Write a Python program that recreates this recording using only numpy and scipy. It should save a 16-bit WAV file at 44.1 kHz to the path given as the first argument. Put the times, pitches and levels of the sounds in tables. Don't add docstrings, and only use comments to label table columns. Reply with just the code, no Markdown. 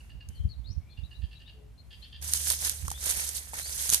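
import sys
import numpy as np
from scipy import signal
from scipy.fft import rfft, irfft
from scipy.io import wavfile

SR = 44100
rng = np.random.default_rng(int(sys.argv[2]) if len(sys.argv) > 2 else 0)


def bounce(signal):
    frames = np.transpose(np.atleast_2d(signal))
    limited = np.clip(frames, -1, 1)
    pcm = np.round(limited * 32767).astype(np.int16)
    wavfile.write(sys.argv[1], SR, pcm)


N = 176400
T = np.arange(N) / SR
FREQS = np.maximum(np.arange(N // 2 + 1) * SR / N, 1)

# frequency in Hz, left and right relative gain in dB.
PORT_RESPONSE = [(307, -85, -57), (1600, -21, -17.5), (2460, -18.5, -20), (3140, -12.5, -11.5),
                 (4050, -9.5, -10), (5400, -8, -8.5), (6570, -1, -6), (6850, -9, -5.5), (9530, -14, 1),
                 (12430, -25.5, -5), (15200, -38.5, -14.5)]


def from_db(db):
    return 10 ** (np.asarray(db) / 20)


def rms_one(x):
    return x / np.sqrt(np.mean(x ** 2) + 1e-20)


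def noise():
    return rng.standard_normal((2, N))


def drift(seconds):
    window = np.hanning(max(int(2 * seconds * SR), 4))
    return rms_one(signal.fftconvolve(rng.standard_normal(N), window, "same"))


def swell(s, rise_s, fall_s):
    return np.exp(-np.abs((T - s) / np.where(T > s, fall_s, rise_s)) ** 1.5)


def colour(x, table):
    hz, *columns = np.transpose(table)
    gain = from_db([np.interp(np.log(FREQS), np.log(hz), column) for column in columns])
    return irfft(rfft(x) * rms_one(gain), N)


def ring(x, hz, width_hz):
    r = np.exp(-np.pi * width_hz / SR)
    feedback = [1, -2 * r * np.cos(2 * np.pi * hz / SR), r * r]
    return signal.lfilter(np.array([1, 0, -1]) * (1 - r * r) / 2, feedback, x)


def blend(x, correlation):
    antiphase = x[1] * np.array([[1], [-1]])
    return np.sqrt((1 + correlation) / 2) * x[0] + np.sqrt((1 - correlation) / 2) * antiphase


def pan(side_db):
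    return from_db(np.minimum([[side_db], [-side_db]], 0))


def through_case(x, lag_s=0.00026):
    return np.array([np.interp(T - lag_s, T, x[0]), x[1]])


def add(out, s, x):
    part = out[:, int(s * SR):][:, :x.shape[1]]
    part += x[:, :part.shape[1]]


def air(start_db=-50, fall_db_per_s=0.5):
    # frequency in Hz, relative spectral density in dB.
    spectrum = [(20, -24), (35, -17.5), (55, 6.5), (75, -6.5), (110, -6), (190, -18), (400, -30),
                (750, -32.5), (1500, -39), (3000, -40), (5000, -45.5), (14000, -50)]
    return from_db(start_db - fall_db_per_s * T) * colour(blend(noise(), correlation=0.46), spectrum)


def hum():
    # time in seconds, fundamental in Hz, level in dB.
    course = [(0, 73.1, -57), (2.1, 72.9, -64), (2.23, 74.15, -40.5), (2.7, 73.46, -44.5),
              (2.95, 70.17, -43), (3.48, 70.8, -49), (4, 68.7, -47.5)]
    harmonics_db = [1.5, -16.5, -26]
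    s, hz, db = np.transpose(course)
    phase = 2 * np.pi * np.cumsum(np.interp(T, s, hz)) / SR
    tone = sum(from_db(gain_db) * np.sin(k * phase) for k, gain_db in enumerate(harmonics_db, 1))
    return from_db(np.interp(T, s, db)) * tone


def shore(x, decay_s=0.058):
    tail = rng.standard_normal((2, SR)) * np.exp(-T[:SR] / decay_s)
    return signal.fftconvolve(x, rms_one(tail) / np.sqrt(SR), axes=1)[:, :N]


def whistler(notes, waver, side_db, flutter_db=2, hoarseness=0.35):
    out = np.zeros((2, N))
    unsteady = 1 + waver * drift(0.0029)
    flutter = rms_one(from_db(flutter_db * drift(0.004)) * (1 + hoarseness * drift(0.0012)))
    for s, length, first, middle, last, db in notes:
        at = np.flatnonzero((T > s) & (T < s + length))
        progress = (T[at] - s) / length
        glide = np.polyfit([0, .5, 1], [first, middle, last], 2)
        hz = np.polyval(glide, progress) * unsteady[at]
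        envelope = 2 * flutter[at] * np.sin(np.pi * progress)
        out[:, at] += from_db(db) * pan(side_db) * envelope * np.sin(2 * np.pi * np.cumsum(hz) / SR)
    return out


def warbler(pulse_hz=280, rush=0.35, beat_s=0.0181, beat_db=4.5, flutter_db=1, vary_db=1.5):
    # start in seconds, length in seconds, level in dB, roughness from 0 to 1.
    rasps = [(-.02, 0.038, -63, .12), (0.092, 0.031, -61, 0.19), (0.2, 0.03, -59, 0.11),
             (0.965, 0.037, -59.5, 0.3), (1.104, 0.035, -58.5, 0.08), (1.212, 0.046, -61, 0.7),
             (1.306, 0.046, -59, 0.48), (1.392, 0.045, -61, 0.49), (1.469, 0.042, -59, 0.4),
             (1.902, 0.046, -56, 0.81), (2.021, 0.047, -56.5, 0.93), (2.12, 0.053, -54, 0.89)]
    # resonance in Hz, width in Hz, relative level in dB in a clear and in a rough note.
    throat = [(1774, 145, 2.5, -11.5), (2815, 200, 16.5, -0.5), (3230, 390, -5, 7), (4420, 640, 6, -11.5),
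              (4540, 600, -22, -2)]
    out = np.zeros(N)
    flutter = from_db(flutter_db * drift(0.0043))
    wanders = [1 + 0.011 * drift(0.018) for _ in throat]
    for s, length, db, rough in rasps:
        at = np.flatnonzero((T > s) & (T < s + length + .02))
        t = T[at] - s
        cycle = np.cumsum(pulse_hz * (1 + 3 * rough * rng.standard_normal(len(t)))) / SR
        pulses = rms_one(np.diff(np.floor(cycle), prepend=0))
        beats = from_db(-beat_db * np.cos(2 * np.pi * t / beat_s))
        arch = np.sqrt(np.maximum(np.sin(np.pi * np.minimum(t / length, 1)), 0))
        source = (pulses + rush * rough * rng.standard_normal(len(t))) * flutter[at] * beats * arch
        note = 0
        for (hz, width_hz, clear_db, rough_db), wander in zip(throat, wanders):
            carrier = np.exp(2j * np.pi * np.cumsum(hz * wander[at]) / SR)
            lowpass = signal.butter(2, width_hz / 2, fs=SR, output="sos")
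            band = np.real(carrier * signal.sosfilt(lowpass, source / carrier))
            band_db = clear_db + rough * (rough_db - clear_db) + vary_db * rng.standard_normal()
            note = note + rms_one(band) * from_db(band_db)
        out[at] += from_db(db) * rms_one(note)
    return out


def birds():
    # start and length in seconds, first, middle and last pitch in Hz,
    # relative level in dB.
    whistles = [(.345, 0.055, 4560, 4250, 4000, -61.5), (0.484, 0.067, 4500, 4270, 3650, -52.5),
                (0.636, 0.083, 3200, 4250, 4165, -55.5), (0.68, 0.064, 4500, 5370, 6120, -56),
                (0.889, .06, 3880, 4250, 4100, -60.5), (1.03, 0.045, 3230, 4000, 3700, -58),
                (1.136, 0.048, 3370, 3964, 3830, -58.5), (1.348, 0.041, 3790, 3920, 3840, -57.5),
                (1.452, 0.0545, 3380, 3830, 3870, -57), (1.773, .05, 4050, 4206, 4200, -59),
                (2.013, 0.046, 3660, 4240, 4370, -52), (2.928, 0.076, 3180, 3540, 3758, -50),
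                (3.597, 0.12, 3250, 4500, 4420, -45.5)]
    far_calls = [(.26, 0.22, 2880, 3085, 3226, -65.5), (.79, 0.19, 2080, 2376, 2410, -68.5),
                 (.88, 0.116, 3340, 3500, 3370, -65), (1.535, 0.13, 436, 429, 420, -58)]
    rasps = warbler()
    near = whistler(whistles, waver=0.013, side_db=11)
    far = whistler(far_calls, waver=0.02, side_db=7)
    echo = shore(rasps + from_db(-8) * near + from_db(-3.5) * far)
    return rasps + near + from_db(-2) * far + echo


def wind(slap_share=0.47, fall_ratio=1.77, bass_cut_hz=42):
    # peak time in seconds, rise in seconds, level before the bass cut in dB,
    # left minus right in dB.
    puffs = [(0.154, 0.022, -38.5, -24), (0.298, 0.041, -37.5, -19), (.406, 0.0081, -23, 13),
             (0.455, 0.02, -21, 8), (0.596, 0.057, -34.5, -25), (0.703, 0.015, -29.5, -30),
             (0.781, 0.011, -23, -42), (0.99, 0.0091, -30, -35), (1.035, 0.017, -30.5, -26),
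             (1.193, 0.021, -35, -25), (1.242, 0.0076, -22.5, -28), (2.846, 0.03, -30.5, -20),
             (3.17, 0.011, -40, 12)]
    # frequency in Hz, relative level in dB.
    spectrum = [(20, -24), (38, -22), (55, 8.5), (80, 4), (120, -6), (200, -17.5), (300, -34), (2000, -91)]
    out = np.zeros((2, N))
    eddies = colour(noise(), spectrum)
    slap = colour(signal.unit_impulse(N), spectrum)
    for s, rise_s, db, side_db in puffs:
        gust = swell(s, rise_s, rise_s * fall_ratio)
        swirl = gust * eddies / np.sqrt(eddies ** 2 @ gust ** 2)[:, None]
        push = np.roll(slap, int(s * SR), axis=1)
        push = push * np.sign(np.sum(push * swirl, axis=1, keepdims=True))
        puff = np.sqrt(slap_share) * push + np.sqrt(1 - slap_share) * swirl
        puff *= np.linalg.norm(gust) / np.linalg.norm(puff, axis=1, keepdims=True)
        out += from_db(db) * pan(side_db) * puff
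    return irfft(rfft(out) / np.sqrt(1 + (bass_cut_hz / FREQS) ** 10), N)


def knocks(decay_s=0.003, ring_db=8.5):
    # start in seconds, peak level in dB, resonance in Hz.
    impacts = [(2.508, -33.5, 673), (2.8805, -25, 1110), (2.914, -28, 915), (3.172, -28.5, 1850),
               (3.534, -31, 1030), (3.543, -37, 1700), (3.892, -26.5, 1672), (3.926, -23, 2030),
               (3.946, -32, 800)]
    # frequency in Hz, relative level in dB.
    spectrum = [(100, 9), (400, -7), (950, 2), (2100, -6.5), (6000, -58)]
    out, t = np.zeros((2, N)), T[:SR // 20]
    crunch = colour(blend(noise(), correlation=0.93), spectrum)
    for k, (s, db, hz) in enumerate(impacts):
        push = crunch[:, k * len(t):(k + 1) * len(t)] * np.exp(-t / decay_s)
        knock = push + from_db(ring_db) * ring(push, hz, width_hz=320)
        add(out, s, from_db(db) * knock / np.abs(knock).max())
    return through_case(out)


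def snags(tail_s=0.011, tail_db=-20, tick_db=-0.5):
    # start in seconds, relative level in dB, decay in seconds, pitch of the tick in Hz.
    catches = [(.288, -41.5, 0.0017, 6400), (2.336, -11, 0.0012, 4840), (2.502, -11, 0.00098, 8700),
               (2.649, -17.5, 0.00064, 9350), (2.696, -14.5, 0.0009, 10900), (2.881, -26, .0012, 8400),
               (2.903, -28, 0.0019, 6600), (2.9153, -28, 0.0031, 6460), (3.291, -20.5, 0.00048, 8650),
               (3.893, -18.5, .0015, 6500), (3.901, -10, 0.0004, 6490), (3.927, -14.5, 0.0013, 6300),
               (3.936, -7.5, 0.00076, 6340), (3.9451, -9, 0.0015, 10600)]
    out, t = np.zeros((2, N)), T[:SR // 20]
    for s, db, decay_s, hz in catches:
        envelope = np.exp(-t / decay_s) + from_db(tail_db) * np.exp(-t / tail_s)
        crack = np.sign(rng.standard_normal((2, len(t)))) * envelope
        tick = from_db(tick_db) * ring(crack, hz, width_hz=320)
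        add(out, s, from_db(db) * (crack + tick))
    return colour(out, PORT_RESPONSE)


def grains(per_s, spread_db, smooth):
    sizes = from_db(spread_db * np.minimum(rng.exponential(1, (2, N)), 5)) * np.sign(noise())
    slips = sizes * (rng.random((2, N)) < per_s / SR)
    return rms_one(rms_one(slips) + smooth * noise())


def moving_contact(x, depth_db=2, wander_s=0.0064):
    spectrum = rfft(x)
    half_octaves = 2 * np.log2(np.clip(FREQS, 250, 16000) / 250)
    bands = (irfft(spectrum * np.maximum(1 - np.abs(half_octaves - k), 0), N) for k in range(13))
    return sum(band * from_db(depth_db * drift(wander_s)) for band in bands)


def rubbing(grip_s=2.214, grip_hiss_db=-50, grip_scuff_db=-56.5):
    # peak time, rise and fall in seconds, relative levels of hiss and of scuff in dB.
    strokes = [(.04, 0.2, 0.082, -69, -66.5), (.3, 0.013, 0.17, -68.5, -66), (1.15, 0.23, 0.42, -75, -75.5),
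               (2.02, 0.16, 0.14, -69.5, -65.5), (2.225, 0.0019, 0.26, -38.5, -49),
               (2.358, 0.057, 0.096, -33, -51), (2.502, 0.058, 0.059, -29.5, -44),
               (2.667, 0.052, 0.036, -29.5, -39.5), (2.72, 0.028, 0.14, -43.5, -53.5),
               (3.095, 0.06, 0.041, -28, -36.5), (3.18, 0.08, 0.16, -33, -42),
               (3.366, 0.026, 0.032, -35, -55), (3.539, 0.0072, 0.038, -41.5, -43),
               (3.589, 0.033, 0.025, -36.5, -42.5), (3.719, 0.098, 0.073, -37.5, -48.5),
               (3.847, 0.088, 0.052, -32, -45), (3.93, 0.033, 0.052, -27, -39)]
    # frequency in Hz, left and right relative gain in dB.
    case_response = [(100, 9, -17), (314, 0.5, 3.5), (462, 8.5, 8.5), (1080, 9.5, 9.5), (1500, 12.5, -21),
                     (2170, 18, 18.5), (3250, -37, 0), (8000, -32, -36)]
    sliding = T > grip_s
    envelopes = np.array([swell(*stroke[:3]) for stroke in strokes] + [sliding])
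    hiss_db, scuff_db = np.transpose([stroke[3:] for stroke in strokes] + [(grip_hiss_db, grip_scuff_db)])
    crackle = from_db(-11.5) * grains(per_s=160, spread_db=0.74, smooth=0)
    fine = grains(per_s=6200, spread_db=3, smooth=0.8)
    coarse = grains(per_s=630, spread_db=5, smooth=0.96)
    hiss = colour(fine + crackle, PORT_RESPONSE)
    scuff = through_case(colour(blend(coarse, correlation=1), case_response))
    hiss_gain = np.sqrt(from_db(hiss_db + 2) ** 2 @ envelopes ** 2)
    scuff_gain = np.sqrt(from_db(scuff_db - 3) ** 2 @ envelopes ** 2)
    stick_slip = from_db(1.1 * drift(0.018))
    return moving_contact(stick_slip * (hiss * hiss_gain + scuff * scuff_gain))


def scene():
    return air() + wind() + hum() + rubbing() + snags() + knocks() + birds()


def record(dry, cutoff_hz=14400):
    lowpass = signal.ellip(10, .1, 70, cutoff_hz, fs=SR, output="sos")
    return signal.sosfilt(lowpass, np.clip(dry, -1, 1))


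dry = scene()
out = record(dry)
bounce(out)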